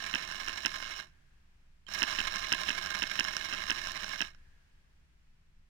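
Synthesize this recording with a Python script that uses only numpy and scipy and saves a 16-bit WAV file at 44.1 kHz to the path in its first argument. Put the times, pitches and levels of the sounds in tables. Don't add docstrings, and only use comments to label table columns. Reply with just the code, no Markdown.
import sys
import numpy as np
from scipy import signal
from scipy.fft import rfft, irfft, next_fast_len
from scipy.io import wavfile

SR = 44100
rng = np.random.default_rng(int(sys.argv[2]) if len(sys.argv) > 2 else 0)


def generate_wav(sig):
    pcm = np.round(np.clip(np.atleast_2d(sig).T, -1, 1) * 32767).astype(np.int16)
    wavfile.write(sys.argv[1], SR, pcm)


N = 250915
TIME = np.arange(N) / SR

# on_s, off_s, initial_level_db
MOTOR_RUNS = [(-.2, 0.998, -39), (1.867, 4.245, -35.5)]
# pitch_hz, bandwidth_hz, mesh_db, snap_db, slap_db
FRAME_MODES = [(201, 70, -5.5, -7.5, -2.5), (320.5, 93, -22, -19, -4), (361.5, 9.7, -3, -14, -8),
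               (618.6, 13, -0.5, -22.5, -13), (688.5, 12, -4, -22, -13), (924, 33, -27, -20.5, -9),
               (1055.6, 28, 3, -16, -13.5), (1220, 170, -4.5, -30, -26.5), (1620, 65, 4.5, 5.5, 3.5),
               (1784, 150, 1, -14, -0.5), (2147, 55, 1.5, -11.5, -14.5), (2610, 68, -5.5, -11.5, 4.5),
               (2890, 275, -2, 0, 0.5), (3947, 336, -3.5, -4.5, -18), (4100, 100, -45, -29.5, -27.5),
               (5407, 253, -5, 4.5, -28.5), (6070, 250, -14.5, -26.5, -41.5),
               (6900, 1200, -16.5, -31.5, -33.5), (9400, 360, -24, -23, -38), (13300, 450, -32, -31, -43),
               (13430, 6400, -41.5, -30.5, -45.5)]
# start_s, relative_level_db
TURN_SNAPS = [(0.1497, -18.5), (.314, -23), (.484, -19.5), (.66, -14.5), (.827, -23), (1.0, -41.5),
              (2.03, -15), (2.193, -20.5), (2.3591, -19), (2.5261, -14.5), (2.694, -17.5), (2.861, -19.5),
              (3.029, -18.5), (3.1969, -15), (3.367, -16.5), (3.537, -20), (3.7054, -16), (3.872, -20),
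              (4.0437, -21), (4.2157, -17.5)]
# start_s, relative_level_db
SETTLING_KNOCKS = [(1.098, -55), (1.889, -31), (4.348, -43)]
# start_s, relative_level_db
BELT_SLAPS = [(0.1395, -18), (.478, -26.5), (0.6498, -19), (2.020, -16), (2.187, -20), (2.5201, -16.5),
              (2.6881, -18), (3.0214, -19.5), (3.1909, -17), (3.526, -26), (3.699, -18), (4.2059, -19)]
# offset_from_snap_s, level_over_drive_db
ROUGH_SPOTS = [(-.087, 7), (-.078, 7), (-.038, 10), (-.0295, 7), (-.02, 10), (.0465, 8)]
# start_s, level_db
HARD_TICKS = [(1.938, -19), (1.9472, -20), (1.9887, -21), (2.006, -23), (2.906, -23.5), (2.990, -22),
              (3.243, -22), (3.449, -23), (3.919, -21.5)]
# pitch_hz, level_db, t60_s
TAKE_UP_PARTIALS = [(1704, -57.5, 0.024), (3150, -40, .04), (4300, -47.5, 0.012), (6920, -52, 0.014)]
# frequency_hz, gain_db
FAR_SIDE_SHADOW = [(100, 6), (350, -3.5), (700, -10), (1300, -25), (1750, -28), (2400, -17), (3200, -10),
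                   (4200, -24.5), (5500, -40), (8000, -24), (15000, -20)]
# frequency_hz, relative_density_db
HISS_SPECTRUM = [(200, -21), (350, -2.5), (500, -8), (1200, -6.5), (1700, -4), (2700, -6.5), (3700, -11.5),
                 (5300, -13), (8000, -19), (16000, -29.5)]
# frequency_hz, relative_density_db
RUMBLE_SPECTRUM = [(8, -14), (15, 15), (22, 3.5), (31, -8), (45, -4), (75, -3), (100, -16), (150, -12),
                   (200, -20), (300, -30), (500, -52.5), (1500, -79.5)]

SPIN_UP_S, SAG_DB_PER_S, BRAKE_DB_PER_S = .085, 2.0, 299.5
TURN_S, SCUFF_LEAD_S = .168, .0885
NEUTRAL_SNAP_DB, EDGE_DB_PER_DB = -16, 1.5
REBOUND_S, REBOUND_DB = .0156, -1
SPOT_JITTER_S, SPOT_SPREAD_DB = .0008, 2.5
ROOM_T60_S, ROOM_DB = .15, -16
FAR_EAR_LAG_S, CUTOFF_HZ = .00059, 16200


def rattle(mesh_modes_db, tick_modes_db, places=6):
    force = belt_force(swell_db=1.7)
    tick_band = signal.butter(1, [3000, 13000], "band", fs=SR)
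    out = 0
    for _ in range(places):
        teeth = from_db(-7) * contacts(per_s=120, spread_db=5)
        rubbing = from_db(-12.5) * rng.standard_normal(N)
        ticks = signal.lfilter(*tick_band, contacts(per_s=25, spread_db=2.5))
        body = struck_frame(force * (teeth + rubbing), mesh_modes_db, scatter_db=1)
        edge = struck_frame(force * ticks, tick_modes_db, scatter_db=2.5)
        out = out + propagate(body + from_db(-17) * edge)
    return out


def contacts(per_s, spread_db):
    sizes = from_db(spread_db * np.minimum(rng.exponential(1, N), 3)) * rng.choice([-1, 1], N)
    return rms_one(sizes * (rng.random(N) < per_s / SR))


def belt_force(swell_db):
    snap_s = np.array(TURN_SNAPS)[:, 0]
    nearest_s = snap_s[np.searchsorted((snap_s[1:] + snap_s[:-1]) / 2, TIME)]
    tightness = np.cos(2 * np.pi * (TIME - nearest_s) / TURN_S) ** 6
    return drive_gain(TIME) * from_db(swell_db * tightness)


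def drive_gain(t, fall_db_per_s=BRAKE_DB_PER_S):
    on_s, off_s, initial_db = np.transpose(MOTOR_RUNS)
    t = np.asarray(t)[..., None]
    spin_up = np.clip((t - on_s) / SPIN_UP_S, 0, 1)
    sag_db = SAG_DB_PER_S * (np.clip(t, on_s, off_s) - on_s)
    fall_db = fall_db_per_s * np.maximum(t - off_s, 0)
    return np.sum(spin_up * from_db(np.maximum(initial_db - sag_db - fall_db, -200)), axis=-1)


def each_turn(offsets_s):
    return np.array(TURN_SNAPS)[:, :1] + offsets_s


def snaps(modes_db, gain_db):
    start_s, db = np.transpose(TURN_SNAPS + SETTLING_KNOCKS)
    plain = clicks(start_s, from_db(db))
    bright = clicks(start_s, from_db(db + EDGE_DB_PER_DB * (db - NEUTRAL_SNAP_DB)))
    force = bright + signal.lfilter(*signal.butter(1, 3000, fs=SR), plain - bright)
    ring = frame_ring(from_db(modes_db), damping=1.25, rise_s=.000035)
    return -from_db(gain_db) * convolve(force, ring)


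def slaps(modes_db, edge_modes_db, gain_db, edge_db):
    start_s, db = np.transpose(BELT_SLAPS)
    landing = clicks(start_s, from_db(db + gain_db))
    rebound = clicks(start_s + REBOUND_S, from_db(db + gain_db + REBOUND_DB))
    signs = (-1) ** np.arange(len(FRAME_MODES))
    thump = frame_ring(signs * from_db(modes_db), damping=1.73, rise_s=.00017)
    tick = high_pass(frame_ring(from_db(edge_modes_db), damping=.76, rise_s=.00002), 8000)
    return convolve(landing + rebound, thump + from_db(edge_db) * tick)


def scuffs(modes_db, gain_db, slip_gap_s, fade_db, rasp_db, chirp_hz, chirp_width_hz, chirp_db, count=7):
    start_s = each_turn(-SCUFF_LEAD_S)
    chance = rng.uniform(-.9, 1, (len(start_s), 2, count))
    gaps_s = slip_gap_s * (1 + .36 * chance[:, 0])
    slip_s = start_s + np.cumsum(gaps_s, axis=1) - gaps_s[:, :1]
    swell_db = -fade_db * np.abs(np.arange(count) - 2)
    heights = drive_gain(start_s) * from_db(gain_db + swell_db + 2 * chance[:, 1])
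    slips = clicks(slip_s.ravel(), heights.ravel())
    sliding = convolve(slips, np.exp(-TIME[:SR // 20] / .003))
    force = slips + from_db(rasp_db) * sliding * rng.standard_normal(N)
    chirp = signal.lfilter(*signal.iirpeak(chirp_hz, chirp_hz / chirp_width_hz, fs=SR), force)
    return struck_frame(force, modes_db, scatter_db=.5) + from_db(chirp_db) * chirp


def spot_ticks(modes_db, low_cut_hz, damping):
    offset_s, db = np.transpose(ROUGH_SPOTS)
    chance = rng.standard_normal((len(TURN_SNAPS), 2, len(db)))
    start_s = each_turn(offset_s) + SPOT_JITTER_S * chance[:, 0]
    heights = drive_gain(start_s) * from_db(db + SPOT_SPREAD_DB * np.clip(chance[:, 1], -2, 2))
    hard_s, hard_db = np.transpose(HARD_TICKS)
    force = clicks(start_s.ravel(), heights.ravel()) + clicks(hard_s, from_db(hard_db))
    ring = high_pass(frame_ring(from_db(modes_db), damping, rise_s=.00002), low_cut_hz)
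    return convolve(force, ring / np.abs(ring).max())


def take_up():
    t = np.maximum(TIME - MOTOR_RUNS[1][0], 0)
    return sum(from_db(db - 60 * np.minimum(t / t60_s, 4)) * np.sin(2 * np.pi * hz * t)
               for hz, db, t60_s in TAKE_UP_PARTIALS)


def struck_frame(force, modes_db, scatter_db):
    strengths = from_db(modes_db + scatter_db * rng.standard_normal(len(FRAME_MODES)))
    signs = rng.choice([-1, 1], len(FRAME_MODES))
    return convolve(force, unit_energy(frame_ring(signs * strengths, damping=1, rise_s=.00002)))


def frame_ring(strengths, damping, rise_s):
    t = TIME[:SR // 8]
    pitch_hz, bandwidth_hz = np.array(FRAME_MODES).T[:2, :, None]
    width_hz = bandwidth_hz * damping
    modes = strengths[:, None] * width_hz * np.exp(-np.pi * width_hz * t) * np.sin(2 * np.pi * pitch_hz * t)
    onset = 1 - np.exp(-(t / rise_s) ** 2)
    ring = high_pass(modes.sum(0) * onset, 600)
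    ring = .55 * signal.lfilter(*signal.iirnotch(8300, 3, fs=SR), ring) + .45 * ring
    return ring / np.abs(ring).max()


def after_ring(x, t60_s, gain_db):
    t = TIME[:2 * SR]
    band = signal.butter(2, [1380, 2000], "band", fs=SR, output="sos")
    rings = signal.sosfilt(band, rng.standard_normal((2, len(t)))) * from_db(-60 * t / t60_s)
    return from_db(gain_db) * np.array([convolve(x, unit_energy(ring)) for ring in rings])


def propagate(x):
    left = np.interp(TIME - FAR_EAR_LAG_S, TIME, colour(x, FAR_SIDE_SHADOW))
    return np.array([left, x]) + room(x, early_decay_s=.0024, late_db=-31.5)


def room(x, early_decay_s, late_db):
    t = TIME[:SR // 2]
    decay = (np.exp(-t / early_decay_s) + from_db(late_db - 60 * t / ROOM_T60_S)) * (t > .001)
    echoes = rng.standard_normal((2, len(t))) * decay
    return from_db(ROOM_DB) * np.array([convolve(x, unit_energy(side)) for side in echoes])


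def background(spectrum, floor_db, drive_db, fall_db_per_s, side_db):
    mid, side = rms_one(colour(rng.standard_normal((2, N)), spectrum))
    gain = np.hypot(from_db(floor_db), from_db(drive_db) * drive_gain(TIME, fall_db_per_s))
    return gain * (mid + from_db(side_db) * side * np.array([[1], [-1]]))


def from_db(db):
    return 10 ** (np.asarray(db) / 20)


def rms_one(x):
    return x / np.sqrt(np.mean(x ** 2) + 1e-20)


def unit_energy(response):
    return response / np.sqrt(np.sum(response ** 2))


def high_pass(x, corner_hz):
    return signal.lfilter(*signal.butter(1, corner_hz, "high", fs=SR), x)


def colour(x, points):
    hz, db = np.transpose(points)
    size = next_fast_len(N + SR // 10)
    bins_hz = np.maximum(np.arange(size // 2 + 1) * SR / size, 1)
    gain = from_db(np.interp(np.log(bins_hz), np.log(hz), db))
    return irfft(rfft(x, size) * gain, size)[..., :N]


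def convolve(x, response):
    return signal.fftconvolve(x, response)[:N]


def clicks(times_s, heights):
    out = np.zeros(N)
    np.add.at(out, np.clip((np.asarray(times_s) * SR).astype(int), 0, N - 1), heights)
    return out


def scene():
    mesh_db, snap_db, slap_db = np.array(FRAME_MODES).T[2:]
    drive = rattle(mesh_db, snap_db)
    drive += propagate(take_up())
    drive += propagate(spot_ticks(snap_db, low_cut_hz=7000, damping=.8))
    drive += propagate(scuffs(mesh_db, gain_db=22.5, slip_gap_s=.0028, fade_db=2.6, rasp_db=-22,
                              chirp_hz=2200, chirp_width_hz=260, chirp_db=17))
    drive += propagate(snaps(snap_db, gain_db=7))
    drive += propagate(slaps(slap_db, snap_db, gain_db=5, edge_db=-10.5))
    ringing = after_ring(drive[1], t60_s=2.2, gain_db=-45)
    hiss = background(HISS_SPECTRUM, floor_db=-82, drive_db=-34.5, fall_db_per_s=8.5, side_db=1)
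    rumble = background(RUMBLE_SPECTRUM, floor_db=-60.5, drive_db=-16, fall_db_per_s=24.5, side_db=-16)
    return drive + ringing + hiss + rumble


def record(dry):
    return signal.sosfilt(signal.ellip(10, .1, 80, CUTOFF_HZ, fs=SR, output="sos"), dry)


dry = scene()
out = record(dry)
generate_wav(out)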